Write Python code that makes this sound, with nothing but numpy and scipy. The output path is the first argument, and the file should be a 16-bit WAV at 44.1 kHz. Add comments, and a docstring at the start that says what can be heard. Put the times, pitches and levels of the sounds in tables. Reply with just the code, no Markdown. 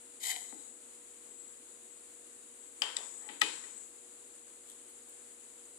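"""A steel marinade injector, close to a phone on the counter of a small kitchen.
The plunger drives a sputter of air and liquid through the needle, which squeaks in the meat, and thuds
home. Later the injector is laid down to the left with three sharp clacks, a short slide and a few light
bumps, and a hand brushes the wet meat. The hard walls ring for about half a second. An electric fan hums
throughout, under a high hiss that swells after the loud sounds and at times carries a thin whine."""
import sys
import numpy as np
from scipy import signal
from scipy.fft import rfft, irfft
from scipy.io import wavfile
from scipy.ndimage import uniform_filter1d, map_coordinates

SR = 44100
rng = np.random.default_rng(int(sys.argv[2]) if len(sys.argv) > 2 else 0)


def transcribe(u):
    """Save the signal u as a 16-bit wav file named by the first command-line argument.

    u: samples, shape (n,) or (channels, n), limited to [-1, 1]; the rate is SR.
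    q: integer samples, one column per channel.
    """
    v = np.clip(np.atleast_2d(u).T, -1, 1)
    q = np.round(v * 32767).astype(np.int16)
    wavfile.write(sys.argv[1], SR, q)


N = 254898
TIME = np.arange(N) / SR
FREQ = np.maximum(np.fft.rfftfreq(2 * N, 1 / SR), 1e-3)


def amp(db):
    """Decibels to gain."""
    return 10 ** (np.asarray(db) / 20)


def unit_rms(x):
    """Scale to rms 1."""
    return x / np.std(x)


def eq_curve(rows):
    """Gain over frequency from (freq_hz, level_db) rows."""
    hz, db = np.transpose(rows)
    return amp(np.interp(np.log(FREQ), np.log(hz), db))


def resonances(rows):
    """Response of (pitch_hz, width_hz, level_db) modes; neighbours swing in opposite directions."""
    return sum((-1) ** k * amp(db) / (1 + 1j * hz / width * (FREQ / hz - hz / FREQ))
               for k, (hz, width, db) in enumerate(rows))


def low_pass(hz):
    """Response of a third-order low-pass."""
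    s = 1j * FREQ / hz
    return 1 / ((1 + s) * (1 + s + s ** 2))


def filtered(x, response):
    """Pass a sound through a frequency response."""
    return irfft(rfft(x, 2 * N) * response)[..., :N]


def noise(response):
    """Noise whose density per root Hz is the given response."""
    return filtered(rng.standard_normal(N), response) * np.sqrt(SR / 2)


def drift(rate_hz):
    """Smooth random movement with a spread of about 1."""
    knots = rng.standard_normal(2048)
    return map_coordinates(knots, [TIME * rate_hz], order=2, mode="wrap")


def impulse(start_s, db):
    """Spectrum of one instantaneous push; as a filter, a delay with gain."""
    return amp(db) * np.exp(-2j * np.pi * FREQ * start_s)


def noise_burst(t60_s, attack_s):
    """Flat spectrum of a dense train of small pulses that builds up and dies away; energy 1."""
    t = TIME[:SR]
    rise = 1 - np.exp(-(t / attack_s) ** 2)
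    burst = rfft(rng.standard_normal(SR) * amp(-60 * t / t60_s) * rise, 2 * N)
    return burst / np.sqrt(uniform_filter1d(np.abs(burst) ** 2, size=4000))


def envelope(start_s, attack_s, hold_s, t60_s, sag_db_per_s=0):
    """Gain that rises, holds (perhaps sagging) and dies away."""
    held_s = TIME - start_s - attack_s
    fall_db = sag_db_per_s * np.maximum(held_s, 0) + 60 * np.maximum(held_s - hold_s, 0) / t60_s
    return np.clip((TIME - start_s) / attack_s, 0, 1) * amp(-fall_db)


def with_send(sound, send_db):
    """Split a sound into two rows: direct and reverb send."""
    return sound * amp([[0], [send_db]])


# motor hum: pitch_hz, level_db, drift_hz
MOTOR_TONES = [(61, -89.5, 2.54), (118, -91.5, 2.1), (238, -78, 1.62), (367.3, -78, 0.93),
               (479, -69.5, 0.59)]
# air moved by the blades: freq_hz, density_db
BLADE_RUSH = [(25, -115), (70, -111), (170, -116), (205, -103), (250, -93), (320, -92), (400, -95.5),
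              (500, -97), (660, -104), (1300, -112), (4000, -135)]


def fan(pan_db=0.47):
    """Motor tones drift a little in pitch over the rush of the blades, nearly centred in stereo."""
    hum = sum(np.sqrt(2) * amp(db) * np.sin(2 * np.pi * np.cumsum(hz + drift_hz * drift(16)) / SR)
              for hz, db, drift_hz in MOTOR_TONES)
    return (hum + noise(eq_curve(BLADE_RUSH))) * amp([[pan_db], [-pan_db]])


# microphone noise floor: freq_hz, left_density_db, right_density_db
MIC_HISS = [(30.8, -117, -108), (198, -114, -114), (436, -99, -106), (1120, -99, -103), (2410, -99.5, -106),
            (3950, -99.5, -108), (5660, -107, -110), (6360, -100, -104), (6925, -85, -99),
            (8240, -83.5, -94.5), (8170, -88, -90.5), (10210, -96, -91.5), (11110, -105, -102),
            (11960, -109, -108), (13800, -112, -112), (14400, -140, -140)]


def hiss():
    """Each of the two microphones hisses on its own; returns left and right."""
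    return np.array([noise(eq_curve([(row[0], row[1 + side]) for row in MIC_HISS])) for side in (0, 1)])


# pipe resonances of needle and barrel: pitch_hz, width_hz, level_db
PIPE_MODES = [(744, 81, 5.5), (980, 140, -0.5), (2020, 120, 12.5), (2520, 46, -2), (3044, 110, 9),
              (3800, 160, 4.5), (4010, 160, 9), (4600, 2400, -0.5), (6900, 600, 8), (7980, 420, 11),
              (10700, 570, 2), (11600, 490, 2.5), (13700, 720, -5)]


def squirt(start_s=0.211, level_db=-34, sputter_db=2, grain_db=4.5, low_cut_hz=400, opening_s=0.093):
    """Air and droplets sputter through the needle and ring its pipe resonances."""
    jet = rng.standard_normal(N) * amp(sputter_db * drift(164.3) + grain_db * rng.standard_normal(N))
    tone = resonances(PIPE_MODES) * low_pass(13000) / (1 + (low_cut_hz / FREQ) ** 2)
    pipe = unit_rms(filtered(jet, tone))
    # the jet starts thin; its lows open up as the liquid clears
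    lows = filtered(pipe, np.abs(low_pass(2600)) ** 2)
    opening = amp(np.interp(TIME - start_s, [0, opening_s], [-7, 0]))
    # the stroke holds while the thumb presses; a trickle leads it and runs on as the pressure fades
    stroke = envelope(start_s, attack_s=0.024, hold_s=0.085, t60_s=0.068)
    trickle = amp(-9.5) * envelope(start_s=0.1985, attack_s=0.006, hold_s=0.14, t60_s=0.56)
    flow = amp(level_db) * np.maximum(stroke, trickle)
    return with_send((pipe - lows + lows * opening) * flow, send_db=-4)


# air spitting out of the needle: start_s, level_db, pitch_hz, width_hz
AIR_POCKETS = [(.2415, -8, 2040, 500), (.2942, -2, 7700, 200), (.2978, -4, 2020, 450),
               (.3027, -5, 2100, 600), (.3078, 0, 4530, 400), (.309, -4, 6800, 250),
               (.3143, -11, 4000, 3000), (.3152, -2, 1980, 900), (.3265, -7, 1400, 1500),
               (.3412, -15, 1000, 1500), (.3535, -13, 2300, 1500), (.362, -5, 2660, 1100),
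               (.367, -2, 750, 300)]


def spits():
    """Each air pocket pops at its own pitch and rings the nearest modes of needle and barrel."""
    pops = sum(impulse(start_s, db) * resonances([(hz, width_hz, 0)])
               for start_s, db, hz, width_hz in AIR_POCKETS)
    return with_send(irfft(pops * resonances(PIPE_MODES))[:N], send_db=-12)


# colour of the swelling hiss: freq_hz, level_db
SWELL_EQ = [(6300, -17), (6900, 12), (7500, 10.5), (8100, 20.5), (8600, -58), (9500, -74)]
# swells, cued to follow the loud sounds: start_s, level_db
SWELL_CUES = [(.29, -44), (2.94, -43), (3.39, -41.5)]


def hiss_swells():
    """A high band of hiss rises, sags slowly and fades."""
    gain = sum(amp(db) * envelope(start_s, attack_s=0.063, hold_s=0.398, t60_s=0.27, sag_db_per_s=16.5)
               for start_s, db in SWELL_CUES)
    return unit_rms(noise(eq_curve(SWELL_EQ))) * gain


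def squeak(pitch_hz=3880, width_hz=260, level_db=-69.5, waver_db=5.0):
    """The needle shifts in the meat after the stroke and rubs with one thin, uneven ring."""
    ring = unit_rms(noise(resonances([(pitch_hz, width_hz, 0)]) ** 2))
    rub = ring * amp(level_db + waver_db * drift(41.7))
    return with_send(rub * envelope(start_s=0.46, attack_s=0.03, hold_s=0.16, t60_s=0.18), send_db=-6)


# soft contacts: start_s, level_db, send_db
THUD_HITS = [(.526, -5.5, -6.5), (3.295, -10.5, -2.5), (3.424, -2.5, -9.5)]
# body of the counter: pitch_hz, width_hz, level_db
COUNTER_MODES = [(263, 44, 8), (333, 63, 2.5), (470, 33, 2.5), (807, 87, 4.5), (2090, 180, 17)]


def thuds(cutoff_hz=850):
    """Soft contacts ring mainly the low modes of the counter."""
    force = sum(with_send(impulse(start_s, db), send_db) for start_s, db, send_db in THUD_HITS)
    return irfft(force * resonances(COUNTER_MODES) * low_pass(cutoff_hz))[:, :N]


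# entries of the thin whine: start_s, hold_s, level_db
WHINE_CUES = [(1.269, 0.15, -49), (1.88, .01, -50), (2.547, 0.088, -54)]


def whine(pitch_hz=7690, width_hz=40):
    """A band of hiss, so narrow that it sounds as a high tone, comes and goes."""
    gain = sum(amp(db) * envelope(start_s, attack_s=0.078, hold_s=hold_s, t60_s=0.24)
               for start_s, hold_s, db in WHINE_CUES)
    return unit_rms(noise(resonances([(pitch_hz, width_hz, 0)]) ** 2)) * gain


# the injector hits the counter with its barrel (part 0), needle (1) or handle (2):
# start_s, level_db, part, cutoff_hz, chatter_db, send_db
CLACK_HITS = [(2.8197, 0.5, 0, 11600, -13, -0.5), (2.9643, -23, 1, 14000, -8, -10),
              (2.9675, -7, 1, 11000, -4, 3.5), (2.988, -5.5, 0, 903, -12, -2),
              (3.2887, -20.5, 2, 3630, 0.5, 8.5), (3.4125, -7, 1, 3130, 11.5, -10),
              (3.4163, 1.5, 2, 14200, -3.5, 0), (3.4209, -4, 2, 2200, -25, -31),
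              (3.638, -29, 2, 4200, -3, 9)]
# its modes by part struck; the narrow ones clink on: pitch_hz, width_hz, barrel_db, needle_db, handle_db
STEEL_MODES = [(444, 100, -2, -24, -2), (852, 39, 9, -22, 14.5), (1106, 83, 6.5, 1, 7.5),
               (1290, 64, -8, -11, 14), (1746, 95, 9.5, -16, 17), (1945, 75, 9, 10.5, 24),
               (2480, 140, 1, -1, 15), (2500, 7.9, 8, 0, 22), (2985, 7.4, 12, 0, 18.5),
               (3070, 150, 20.5, -18, 18), (3152, 5.6, 23, 0, 21), (3207, 5.4, 16, 0, 16),
               (3550, 240, 0, 10, 10), (3940, 110, -4, 16.5, 16), (4810, 150, 12, 14, 0),
               (5640, 290, 5, 4, 7), (6900, 120, 5, 11, 11), (7740, 255, 6.5, 24.5, 10),
               (7940, 210, -4, 21.5, 14.5), (10180, 120, -10, -2, 0.5), (14500, 1200, -24, -22, -5)]
# what it radiates into the room, by part struck: freq_hz, barrel_db, needle_db, handle_db
STEEL_SEND_EQ = [(200, -27, -28, -7.5), (494, -1.5, -10, 1), (650, -6.5, -8, -15), (880, 4.5, -7.5, 5.5),
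                 (1120, 10, -2, 6), (1430, 7.5, -18, 6), (1920, 10, 2.5, 10.5), (2450, 8, 2, 12),
                 (3180, 17.5, -4, 9.5), (3500, 9.5, 10, 11), (3940, 5, -2, 12), (5000, 6, 0, 5.5),
                 (6100, -4, -3, 0.5), (7600, 9.5, -2, 8), (9900, -14, -9, -7.5), (14000, -10, -22.5, -15)]


def clacks(chatter_cycles=120, crack_hz=2700, crack_width_hz=1800, crack_db=3):
    """Each hit cracks, chatters and rings the modes its contact point favours; the send is smoother."""
    rings = [resonances([(row[0], row[1], row[2 + part]) for row in STEEL_MODES]) for part in range(3)]
    send_eqs = [eq_curve([(row[0], row[1 + part]) for row in STEEL_SEND_EQ]) for part in range(3)]
    crack = noise_burst(t60_s=0.012, attack_s=0.00023)
    crack *= resonances([(crack_hz, crack_width_hz, crack_db)])
    spectrum = 0
    for start_s, db, part, cutoff_hz, chatter_db, send_db in CLACK_HITS:
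        force = impulse(start_s, db) * low_pass(cutoff_hz)
        # the softer the hit, the longer it chatters
        chatter = amp(chatter_db) * noise_burst(t60_s=chatter_cycles / cutoff_hz, attack_s=0.00078)
        direct = (1 + chatter) * rings[part] + crack
        spectrum += force * np.array([direct, amp(send_db) * send_eqs[part]])
    return irfft(spectrum)[:, :N]


def slide(level_db=-57.5, cutoff_hz=1300):
    """The handle rubs on the counter and rings softly before it drops."""
    handle = resonances([(hz, width_hz, handle_db) for hz, width_hz, _, _, handle_db in STEEL_MODES])
    rub = unit_rms(noise(handle * low_pass(cutoff_hz)))
    gain = amp(level_db) * envelope(start_s=3.203, attack_s=0.0065, hold_s=0.061, t60_s=0.09)
    return with_send(rub * gain, send_db=2)


# touches of the hand: peak_s, level_db, spread_s, low_cut_hz
BRUSH_STROKES = [(4.707, -49.5, 0.028, 2200), (4.9, -56, 0.0084, 8000), (5.092, -53, 0.005, 8000)]
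# skin on wet meat: pitch_hz, width_hz, level_db
SKIN_MODES = [(3420, 450, 6.5), (4070, 700, 1.5), (7800, 350, 18), (13000, 1400, -8)]


def brushes(grain_db=5):
    """Short, fine crackles of skin on wet meat; a firm stroke has body, a light one only treble."""
    crackle = rng.standard_normal(N) * amp(grain_db * drift(300))
    skin = resonances(SKIN_MODES)
    sound = 0
    for peak_s, db, spread_s, low_cut_hz in BRUSH_STROKES:
        texture = unit_rms(filtered(crackle, skin / (1 + (low_cut_hz / FREQ) ** 4)))
        fade = np.exp(-0.5 * ((TIME - peak_s) / spread_s) ** 2)
        sound += amp(db) * fade * texture
    return with_send(sound, send_db=0)


def placed(direct, send, lag_s, right_db):
    """A source to the left reaches the right microphone later and weaker; returns left, right, send."""
    return np.array([direct, filtered(direct, impulse(lag_s, right_db)), send])


# kitchen reverb by band: freq_hz, t60_s, level_db
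REVERB_BANDS = [(149, 0.56, 10), (412, 0.45, 8), (1060, 0.82, -5.5), (2870, 0.52, -5.5), (4770, 0.5, -5),
                (6300, 1, -5), (9600, 0.68, -2.5), (11600, 0.18, -13)]
# how the phone shades its right microphone: freq_hz, gain_db
RIGHT_MIC_EQ = [(150, -3), (400, -13.5), (1500, -3.5), (3000, -11.5), (5000, -7.5), (7500, -12),
                (8800, -21), (9800, 12), (14000, -4.5)]


def kitchen(left, right, send, scatter_db=-16, wall_s=0.0181, wall_db=-7, wall_hz=3170, width_hz=550):
    """Direct sound, scatter off the counter, one clear wall echo and a diffuse tail, in stereo."""
    centres = np.log([row[0] for row in REVERB_BANDS])
    bands = [np.sqrt(np.interp(np.log(FREQ), centres, peak)) for peak in np.eye(len(centres))]
    echo = impulse(wall_s, wall_db) * resonances([(wall_hz, width_hz, 0)])
    mics = []
    for direct in (left, right):
        tail = sum(noise_burst(t60_s, attack_s=0.0053) * amp(db) * band
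                   for (_, t60_s, db), band in zip(REVERB_BANDS, bands))
        scatter = amp(scatter_db) * noise_burst(t60_s=0.0095, attack_s=0.003)
        early = filtered(left, (scatter + echo) * low_pass(12400))
        mics.append(direct + early + filtered(send, tail))
    return np.array([mics[0], filtered(mics[1], eq_curve(RIGHT_MIC_EQ))])


def scene(low_cut_hz=195, flicker_db=0.5):
    """All handling sounds share the kitchen and have no deep bass; fan and hiss lie under them."""
    at_meat = placed(*(squirt() + spits() + squeak() + brushes()), lag_s=0.000413, right_db=-4.0)
    set_down = placed(*(clacks() + slide()), lag_s=0.000207, right_db=-7.5)
    counter = placed(*thuds(), lag_s=0, right_db=-4.5)
    handling = kitchen(*(at_meat + set_down + counter))
    low_cut = signal.butter(7, low_cut_hz, "high", fs=SR, output="sos")
    mix = signal.sosfilt(low_cut, handling) + fan()
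    hiss_bed = hiss()
    hiss_bed[0] += hiss_swells() + whine()  # left only
    return mix + hiss_bed * amp(flicker_db * drift(25))


def record(dry, top_hz=15800):
    """The phone cuts the top."""
    return signal.sosfilt(signal.ellip(8, 0.2, 70, top_hz, fs=SR, output="sos"), dry)


dry = scene()
out = record(dry)
transcribe(out)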